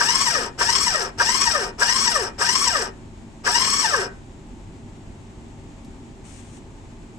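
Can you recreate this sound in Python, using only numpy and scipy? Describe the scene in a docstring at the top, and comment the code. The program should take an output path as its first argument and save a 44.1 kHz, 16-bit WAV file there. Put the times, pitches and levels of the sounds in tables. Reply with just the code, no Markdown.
"""First comes a knock and a rising whine: the geared electric pump of a tablet press starts up in a lab.
It runs in six short bursts, each speeding up and coasting to a stop. The gear teeth whine and rattle,
swelling with every piston stroke, and their pitch glides through the ringing notes of a steel cabinet.
Ventilation rumbles and hums underneath. Near the end there is a faint tap, then a sleeve rustles."""
import sys
import numpy as np
from scipy import signal
from scipy.fft import rfft, irfft, next_fast_len
from scipy.io import wavfile

SR = 44100
rng = np.random.default_rng(int(sys.argv[2]) if len(sys.argv) > 2 else 0)


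def store_pcm(level_fs):
    """Save levels as 16-bit WAV."""
    pcm = np.round(np.clip(level_fs, -1, 1) * 32767).astype(np.int16)
    wavfile.write(sys.argv[1], SR, np.atleast_2d(pcm).T)


N = 316638
TIME = np.arange(N) / SR
PADDED = next_fast_len(N + SR // 2)
BIN_HZ = np.arange(PADDED // 2 + 1) * SR / PADDED
SIDES = np.array([[.5], [-.5]])   # half up on the left, half down on the right
TEETH_PER_TURN, TEETH_PER_STROKE, FIRST_STROKE_TEETH = 5, 63.2, 13.5

# the low rumble of the ventilation: (frequency [Hz], relative level [dB])
VENT_RUMBLE = [(11, -27), (18, -2), (37, 1.5), (70, -3), (102, -3.5), (169, -5), (194, -6), (216, -6),
               (238, -3.5), (360, -9.5), (385, -7), (407, -14), (436, -15), (480, -22.5), (620, -43),
               (1060, -120)]
# its airy hiss: (frequency [Hz], relative level [dB])
VENT_HISS = [(260, -5.5), (450, -13.5), (558, -0.5), (609, -7), (654, 0.5), (734, -8), (766, -3.5),
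             (860, -2), (1340, -12), (2290, -12.5), (2560, -13.5), (4970, -21), (7540, -18.5),
             (14000, -51.5)]
# how alike the air sounds on both sides: (frequency [Hz], likeness [0 unrelated, 1 or more the same])
AIR_LIKENESS = [(60, 0.87), (150, 0.9), (370, 0.87), (930, 0.18), (2300, 0), (5800, 0.28), (8000, 1.2)]
# how much louder the air is on the left: (frequency [Hz], left minus right [dB])
AIR_BALANCE = [(100, 0), (2500, 1), (4500, 3), (6200, 4), (8000, 9.5), (10500, 1.5)]
# steady fan and mains tones: (frequency [Hz], level [dB])
HUM_TONES = [(43.1, -56), (100, -51.5), (231.5, -53), (786, -66.5), (888, -66)]
# strokes of the sleeve: (start [s], end [s], level [dB])
SLEEVE_STROKES = [(6.245, 6.409, -50.5), (6.41, 6.52, -56), (6.522, 6.591, -53)]
# the sound of sliding cloth: (frequency [Hz], relative level [dB])
CLOTH_SPECTRUM = [(300, -10), (900, 3), (1500, -0.5), (2600, 1.5), (4600, -6), (6200, 1.5), (8800, 1.5),
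                  (10500, -18), (14000, -33)]
# bands the cabinet lifts or lowers: (frequency [Hz], width [Hz], left gain [dB], right gain [dB])
CABINET_BANDS = [(202, 31, 2.5, 5.5), (384, 15, 10.5, 10.5), (475, 91, 10, 10), (575, 10, 5, 8),
                 (717.7, 22.3, 9, 16.5), (939.7, 30, 10.5, 10), (1077, 40, 5.5, -15.5),
                 (1139, 17, 6.5, 6.5), (1243, 41, 8, 1.5), (1334, 65, 5, 6.5), (1560, 70, 6.5, 7.5),
                 (1707, 78, 3.5, 4.5), (1806, 14, 6, -7), (1878, 13, 12.5, 2.5), (2106, 24, -3, -4),
                 (2440, 16, 11.5, 12), (2864, 36, 12, 2), (3074, 30, 5, 5), (3240, 16, 7, -2.5),
                 (3700, 660, -3.5, -3.5), (3720, 25, 9.5, -6), (4340, 80, 1.5, -12), (4680, 57, 8.5, -7),
                 (4790, 76, -13, -10), (5150, 255, 12.5, -7), (5300, 74, 2, 13), (5350, 83, 1, 0),
                 (5670, 85, 11.5, 8), (5828, 41, 11, 13), (6575, 81, 1, 7.5), (6850, 90, 0.5, 2),
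                 (6600, 72, -9, -7), (7390, 35, 9, 6), (7580, 61, 9.5, 7.5), (7900, 57, 11, 12),
                 (8410, 126, 9, 4), (9470, 30, 3, 6)]
# the left side faces the pump: (frequency [Hz], left minus right [dB])
PUMP_BALANCE = [(200, 2), (1500, 2.5), (3300, -0.5), (4500, 5.5), (6300, 9.5), (8300, 2.5), (9300, 1),
                (15000, -0.5)]
# how the pump's waves are out of step at the two sides: (frequency [Hz], left lead [radians])
PUMP_PHASE = [(500, 0), (1150, -.7), (2100, -2.6), (5400, -2.6), (5750, 0)]
# loose gears tap the housing at the last stop: (time [s], strength [dB])
LAST_TAPS = [(3.997, -37), (4.009, -36.5), (4.021, -31), (4.035, -43.5), (4.047, -49)]
# the housing's notes, one low and a cluster above: (frequency [Hz], level [dB], time to fade 60 dB [s])
HOUSING_NOTES = [(402, 0, .2), (1297, -5, .22), (1405, -5, .32), (1462, -7, .25), (1523, -4, .3),
                 (1610, -3, .28), (1690, -5, .22), (1809, -6, .34), (1885, -5, .12)]
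# gear knocks just after each start: (time [s], strength [dB])
START_KNOCKS = [(0.0118, -12), (0.6107, -11), (1.2001, -9.5), (1.8186, -8.5), (2.415, -13), (3.4653, -16),
                (3.4779, -10)]
# the notes a knock rings: (frequency [Hz], level [dB], time to fade 60 dB [s])
GEARBOX_NOTES = [(399.5, -19, 0.19), (955, -6.5, 0.14), (1206, -10, 0.13), (1423, -1.5, 0.054),
                 (1599, 5, 0.064), (1760, -6, 0.028)]
# the rattle of teeth and motor brushes: (frequency [Hz], relative level [dB])
RATTLE_SPECTRUM = [(100, -64), (230, -5), (700, -14), (1500, -1), (2100, -1.5), (3700, -1), (5400, -2),
                   (7000, -5.5), (8700, -3), (10000, -22), (10600, -12.5), (12600, -20.5), (15000, -39)]
# the rattle reaches the two sides by many paths: (frequency [Hz], likeness [0 to 1])
RATTLE_LIKENESS = [(400, 1), (1300, 0.23), (4200, 0.035), (5400, 0.26), (5900, 0.93), (12000, 0.84)]
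# tones of the spinning rotor: (multiple of the shaft rate, level [dB])
ROTOR_TONES = [(1, -48), (8, -44.5)]
# tones of the gear whine: (multiple of the tooth rate, level [dB], swell on a stroke [dB])
WHINE_TONES = [(1, -35.5, 7.5), (2, -37, 6), (3, -37, 4), (4, -35, -2), (5, -39, 3.5), (6, -37.5, -1.5),
               (7, -41, 6), (8, -45.5, 12)]
# how well the gearbox passes its whine to the air: (frequency [Hz], gain [dB])
WHINE_RESPONSE = [(150, -8), (400, -1), (520, -3.5), (640, -6), (800, -2), (930, 1.5), (1100, 1),
                  (1650, 7.5), (1900, 5.5), (2400, -6), (9000, 0), (10000, 2)]
# the six bursts: (on [s], off [s], standstill [s], full tooth rate [Hz], rattle gain [dB],
# load while coasting [dB])
PUMP_RUNS = [(-.028, 0.249, 0.51, 1124, 0.5, -2), (0.575, 0.853, 1.114, 1130, 0.1, -1),
             (1.173, 1.442, 1.72, 1130, 0.6, 0.5), (1.778, 2.052, 2.317, 1128, .5, 0.5),
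             (2.377, 2.653, 2.907, 1137, 0.5, 0), (3.435, 3.817, 4.094, 1110, 0.1, 4)]


def from_db(db):
    """Turn decibels into a gain."""
    return 10 ** (np.asarray(db) / 20)


def unit_power(x):
    """Scale a sound to an average power of 1."""
    return x / np.sqrt(np.mean(x ** 2) + 1e-20)


def curve(points):
    """Read a (frequency, value) table at every frequency in BIN_HZ."""
    hz, value = np.transpose(points)
    return np.interp(np.log(BIN_HZ + 1e-3), np.log(hz), value)


def colour(x, gain):
    """Give each frequency of a sound its own gain."""
    return irfft(rfft(x, PADDED) * gain, PADDED)[..., :N]


def band_pass(x, low_hz, high_hz, order):
    """Keep the sound between two frequencies; a higher order cuts more sharply."""
    return signal.sosfilt(signal.butter(order, [low_hz, high_hz], "band", fs=SR, output="sos"), x)


def drift(hz):
    """A random wobble of size about 1 that changes roughly `hz` times a second."""
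    step = 16
    size = PADDED // step
    wobble_hz = np.arange(size // 2 + 1) * SR / step / size
    slow = irfft(rfft(rng.standard_normal(size)) / (1 + (wobble_hz / hz) ** 2), size)
    return np.interp(np.arange(N) / step, np.arange(size), unit_power(slow))


def noise_pair(likeness):
    """White noise for left and right, as alike as the table says."""
    alike = np.clip(curve(likeness), 0, 1)
    shared, opposed = rng.standard_normal((2, N))
    return colour(shared, np.sqrt(1 + alike)) + 2 * SIDES * colour(opposed, np.sqrt(1 - alike))


def ventilation(spectrum, level_db, waver_db):
    """Moving air makes a steady noise that wavers a little."""
    shape = from_db(curve(spectrum) + SIDES * curve(AIR_BALANCE))
    air = unit_power(colour(noise_pair(AIR_LIKENESS), shape))
    return air * from_db(level_db + waver_db * drift(hz=16))


def hum():
    """Fans and mains power give low tones that waver slightly in pitch."""
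    return np.sqrt(2) * sum(from_db(db) * np.sin(2 * np.pi * (hz * TIME + .13 * drift(hz=3.9)))
                            for hz, db in HUM_TONES)


def tick(at_s=5.847, fade_s=.06, gain_db=-46):
    """One faint, high tap: a puff of noise that dies quickly."""
    since = TIME - at_s
    burst = rng.standard_normal(N) * (since > 0) * from_db(-60 * np.clip(since / fade_s, 0, 3))
    return from_db(gain_db) * band_pass(burst, 3500, 9500, order=3)


def sleeve(edge_s=.02, pan_db=6):
    """Cloth slides in soft, grainy strokes, toward the left."""
    strokes = sum(from_db(db) * np.clip(np.minimum(TIME - start, end - TIME) / edge_s + .5, 0, 1)
                  for start, end, db in SLEEVE_STROKES)
    fibres = noise_pair(AIR_LIKENESS) * from_db(drift(hz=120))
    cloth = unit_power(colour(fibres, from_db(curve(CLOTH_SPECTRUM))))
    return cloth * strokes * from_db(SIDES * pan_db)


def echoes(x, fade_s, level_db):
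    """Surfaces send back a cloud of echoes, one for each side, that drops 60 dB in `fade_s`."""
    t = TIME[:SR // 2]
    cloud = rng.standard_normal((2, len(t))) * from_db(-60 * t / fade_s) * (t > .002)
    cloud /= np.sqrt(np.sum(cloud ** 2, axis=1, keepdims=True))
    return from_db(level_db) * signal.fftconvolve(x, cloud, axes=1)[:, :N]


def resonance(x, hz, width_hz, gain_db):
    """Lift one narrow band so that it rings, or lower it to leave a hollow."""
    r = np.exp(-np.pi * width_hz / SR)   # share of the ringing left after one sample
    feedback = [1, -2 * r * np.cos(2 * np.pi * hz / SR), r * r]
    band = signal.lfilter(np.array([1, 0, -1]) * (1 - r * r) / 2, feedback, x)
    return x + (from_db(gain_db) - 1) * band


def cabinet(x):
    """The steel panels ring; each side hears them with its own strength and timing."""
    left, right = x
    for hz, width_hz, left_db, right_db in CABINET_BANDS:
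        left = resonance(left, hz, width_hz, left_db)
        right = resonance(right, hz, width_hz, right_db)
    placement = from_db(SIDES * curve(PUMP_BALANCE)) * np.exp(1j * SIDES * curve(PUMP_PHASE))
    return colour(np.array([left, right]), placement)


def struck(times, blows_db, notes):
    """Each blow sets the metal's notes ringing, each with a slightly random strength."""
    t, out = TIME[:SR // 2], np.zeros((2, N + SR))
    rise = np.minimum(t / .0006, 1)
    starts = (np.maximum(times, 0) * SR).astype(int)
    for hz, note_db, fade_s in notes:
        lead = SIDES * np.interp(hz, *np.transpose(PUMP_PHASE))
        ring = rng.choice([-1, 1]) * np.sin(2 * np.pi * hz * t + lead) * from_db(-60 * t / fade_s)
        for start, db in zip(starts, blows_db):
            out[:, start:start + len(t)] += rise * ring * from_db(db + note_db + rng.normal(0, 1))
    return out[:, :N]


def last_clatter():
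    """As the pump stops for good, loose gears tap the housing and leave it ringing."""
    at, db = np.transpose(LAST_TAPS)
    return struck(at + .001 * rng.standard_normal(len(at)), db, HOUSING_NOTES)


def knocks(gain_db=-7.5, pan_db=2, bounce_s=.0055, bounce_loss_db=5):
    """The gears knock as they take up the piston's load, bouncing and ringing the gearbox."""
    bounce = np.arange(3)
    at, db = np.transpose(START_KNOCKS)
    times = at[:, None] + bounce_s * bounce * rng.uniform(.673, 1.2, (len(at), len(bounce)))
    blows_db = db[:, None] - bounce_loss_db * bounce
    return struck(times.ravel(), blows_db.ravel(), GEARBOX_NOTES) * from_db(gain_db + SIDES * pan_db)


def motion(spin_up_s=.063, drag=1.5, grip=6.5):
    """The motor's speed (0-1), gear teeth passed since switch-on, and starting current (0-1)."""
    speed, teeth, current = np.zeros((3, N))
    for on, off, still, full_hz, *_ in PUMP_RUNS:
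        now = (TIME >= on) & (TIME < still)
        t = np.arange(on, still + 1 / SR, 1 / SR)
        spin_up = 1 - np.exp(-(np.minimum(t, off) - on) / spin_up_s)
        coasted = np.clip((t - off) / (still - off), 0, 1)
        # drag slows the shaft, then friction stops it (the higher `grip`, the later it bites)
        turning = spin_up * np.exp(-drag * coasted) * (1 - coasted ** grip)
        speed[now] = np.interp(TIME[now], t, turning)
        teeth[now] = np.interp(TIME[now], t, np.cumsum(turning) * full_hz / SR)
        current[now] = np.interp(TIME[now], t, 1 - spin_up)
    return speed, teeth, current


def run_gains():
    """Each burst has its own amount of rattle and of load while coasting."""
    on, *_, rattle_db, load_db = np.transpose(PUMP_RUNS)
    run = np.maximum(np.searchsorted(on, TIME, side="right") - 1, 0)
    return from_db(rattle_db[run]), from_db(load_db[run])


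def piston_load(stroke, sharpness, return_share):
    """Load on the gears (-1 to 1): it peaks on the push, and by `return_share` on the way back."""
    push = ((1 + stroke) / 2) ** sharpness
    pull = ((1 - stroke) / 2) ** sharpness
    return 2 * (push + return_share * pull) - 1


def brush_shriek(speed, hz=5215, width_hz=190, gain_db=-32, pan_db=13.5):
    """The motor brushes keep a high note ringing; it eases at full speed and fades as the shaft stops."""
    ring = unit_power(band_pass(rng.standard_normal(N), hz - width_hz / 2, hz + width_hz / 2, order=2))
    ease_db = -6 * speed ** 6
    return ring * speed * from_db(gain_db + ease_db + SIDES * pan_db)


def rotor(speed, teeth):
    """The off-balance rotor and its sliding contacts hum, roughened by loose bearings."""
    out = np.zeros(N)
    for multiple, level_db in ROTOR_TONES:
        cycles = multiple * teeth / TEETH_PER_TURN + .17 * drift(hz=35)
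        shake_db = 3.5 * drift(hz=40)
        out += from_db(level_db + shake_db) * np.sin(2 * np.pi * cycles)
    return np.sqrt(2) * out * speed ** 2


def growl(speed, teeth, coasting_load, gain_db=-33.5, overtone_db=-4):
    """Coasting against the oil pressure, the teeth growl in a low, falling tone."""
    tone = sum(from_db(overtone_db * (k - 1)) * np.sin(2 * np.pi * (k * teeth + rng.random()))
               for k in range(1, 4))
    effort = coasting_load * (1 - speed) * speed ** .6
    return band_pass(tone * effort, 340, 720, order=3) * from_db(gain_db)


def strain(speed, teeth, stroke, gain_db=-15.5, roughness=.26, band_hz=(950, 1950)):
    """A slow motor barks as it forces the piston through a stroke."""
    uneven = teeth + .028 * drift(hz=75)
    buzz = unit_power(sum(np.sin(2 * np.pi * (k * uneven + rng.random())) for k in range(2, 7)))
    rasp = unit_power(band_pass(noise_pair(RATTLE_LIKENESS), *band_hz, order=3))
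    bark = band_pass(buzz, *band_hz, order=3) + roughness * rasp
    push = ((1 + stroke) / 2) ** 14.4   # a short peak on each stroke
    return bark * push * 2 * speed * (1 - speed) * from_db(gain_db)


def loose_gears(speed, stroke, current, gain_db=-25.5, swell_db=2.5, taut_db=-2.5):
    """Slow gears clatter dully as the piston turns round, less while the starting motor holds them taut."""
    grains = noise_pair(RATTLE_LIKENESS) * from_db(1.5 * drift(hz=660))
    clatter = unit_power(band_pass(grains, 370, 2000, order=2))
    load = piston_load(stroke, sharpness=13, return_share=1)
    slack = speed ** .68 * (1 - speed) ** 2
    return clatter * from_db(gain_db + swell_db * load + taut_db * current) * slack


def tooth_after_tooth(noise, teeth, count=5, memory=.5):
    """Each scrape resembles the last few, giving the noise a rough pitch that follows the speed."""
    tooth_s = 1 / np.clip(np.gradient(teeth) * SR, 100, 1500)
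    repeats = [sum(memory ** k * np.interp(TIME - k * tooth_s, TIME, side) for k in range(count))
               for side in noise]
    return unit_power(np.array(repeats))


def rattle(speed, teeth, stroke, current, gain_db=-28, tooth_db=3, swell_db=2.5, start_db=6):
    """Every tooth scrapes, louder with speed, load and starting current."""
    load = piston_load(stroke, sharpness=2.36, return_share=.82)
    pulses = from_db(tooth_db * np.cos(2 * np.pi * teeth))
    rubbing = tooth_after_tooth(noise_pair(RATTLE_LIKENESS), teeth)
    middle = colour(rubbing, 1 / (1 + (BIN_HZ / 6600) ** 16))
    treble = rubbing - middle
    grains = sum(part * from_db(2.2 * drift(hz=70)) for part in (middle, treble))   # each flickers alone
    scrapes = colour(pulses * grains, from_db(curve(RATTLE_SPECTRUM)))
    scrapes /= np.std(scrapes[:, speed > 0])
    bite = speed ** 2 / (speed ** 2 + .22 ** 2)   # creeping gears slide silently
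    return scrapes * from_db(gain_db + swell_db * load + start_db * current) * speed ** .52 * bite


def whine(speed, teeth, stroke, current, start_db=-2.5):
    """Meeting gear teeth sing a stack of tones that swell and sag with each piston stroke."""
    twist = .04 * drift(hz=55) - .2 * stroke
    jitter = (.028 + .038 * (1 - speed)) * drift(hz=119)   # slow teeth meet less evenly
    uneven = teeth + twist + jitter
    load = piston_load(stroke, sharpness=1.8, return_share=.15)
    tones = np.zeros(N)
    for multiple, level_db, swell_db in WHINE_TONES:
        # the contact between teeth wanders, so each tone beats and breaks up
        contact = 1 + .38 * (drift(hz=45) + 1j * drift(hz=45))
        strength = np.minimum(np.abs(contact), 1.4)
        phase = 2 * np.pi * (multiple * uneven + rng.random()) + np.angle(contact)
        tones += from_db(level_db + swell_db * load * speed) * strength * np.sin(phase)
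    tones *= 1 + .065 * np.cos(2 * np.pi * teeth / TEETH_PER_TURN)   # the gear is slightly off centre
    radiated = colour(tones, from_db(curve(WHINE_RESPONSE)))
    return np.sqrt(2) * radiated * speed * from_db(start_db * current)


def pump():
    """One motor drives all the gear sounds; its tones and grinding pass through the cabinet."""
    speed, teeth, current = motion()
    stroke = np.cos(2 * np.pi * (teeth - FIRST_STROKE_TEETH) / TEETH_PER_STROKE)   # 1 on the push
    rattle_gain, load_gain = run_gains()
    coasting = np.gradient(speed) < 0
    load = np.where(coasting, load_gain, 1)
    tones = whine(speed, teeth, stroke, current) + rotor(speed, teeth)
    tones += growl(speed, teeth, coasting * load)
    grinding = rattle(speed, teeth, stroke, current) * rattle_gain
    grinding += strain(speed, teeth, stroke) * load
    grinding += loose_gears(speed, stroke, current)
    return cabinet(tones + grinding) + brush_shriek(speed) + knocks() + last_clatter()


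def scene():
    """The pump and its echoes from bench and room, over the quiet sounds of the lab."""
    direct = pump()
    bench = echoes(direct, fade_s=.038, level_db=-14)
    dull = signal.sosfilt(signal.butter(2, 2370, fs=SR, output="sos"), direct)   # walls soak up treble
    room = echoes(dull, fade_s=.32, level_db=-9.5)
    rumble = ventilation(VENT_RUMBLE, level_db=-41.5, waver_db=.9)
    hiss = ventilation(VENT_HISS, level_db=-51, waver_db=.4)
    return direct + bench + room + rumble + hiss + hum() + tick() + sleeve()


def record(dry):
    """Round off the loudest peaks and cut the highest treble steeply."""
    ceiling, cutoff_hz = .85, 15600
    rounded = dry / (1 + (dry / ceiling) ** 6) ** (1 / 6)
    return signal.sosfilt(signal.cheby2(14, 60, cutoff_hz, fs=SR, output="sos"), rounded)


dry = scene()
out = record(dry)
store_pcm(out)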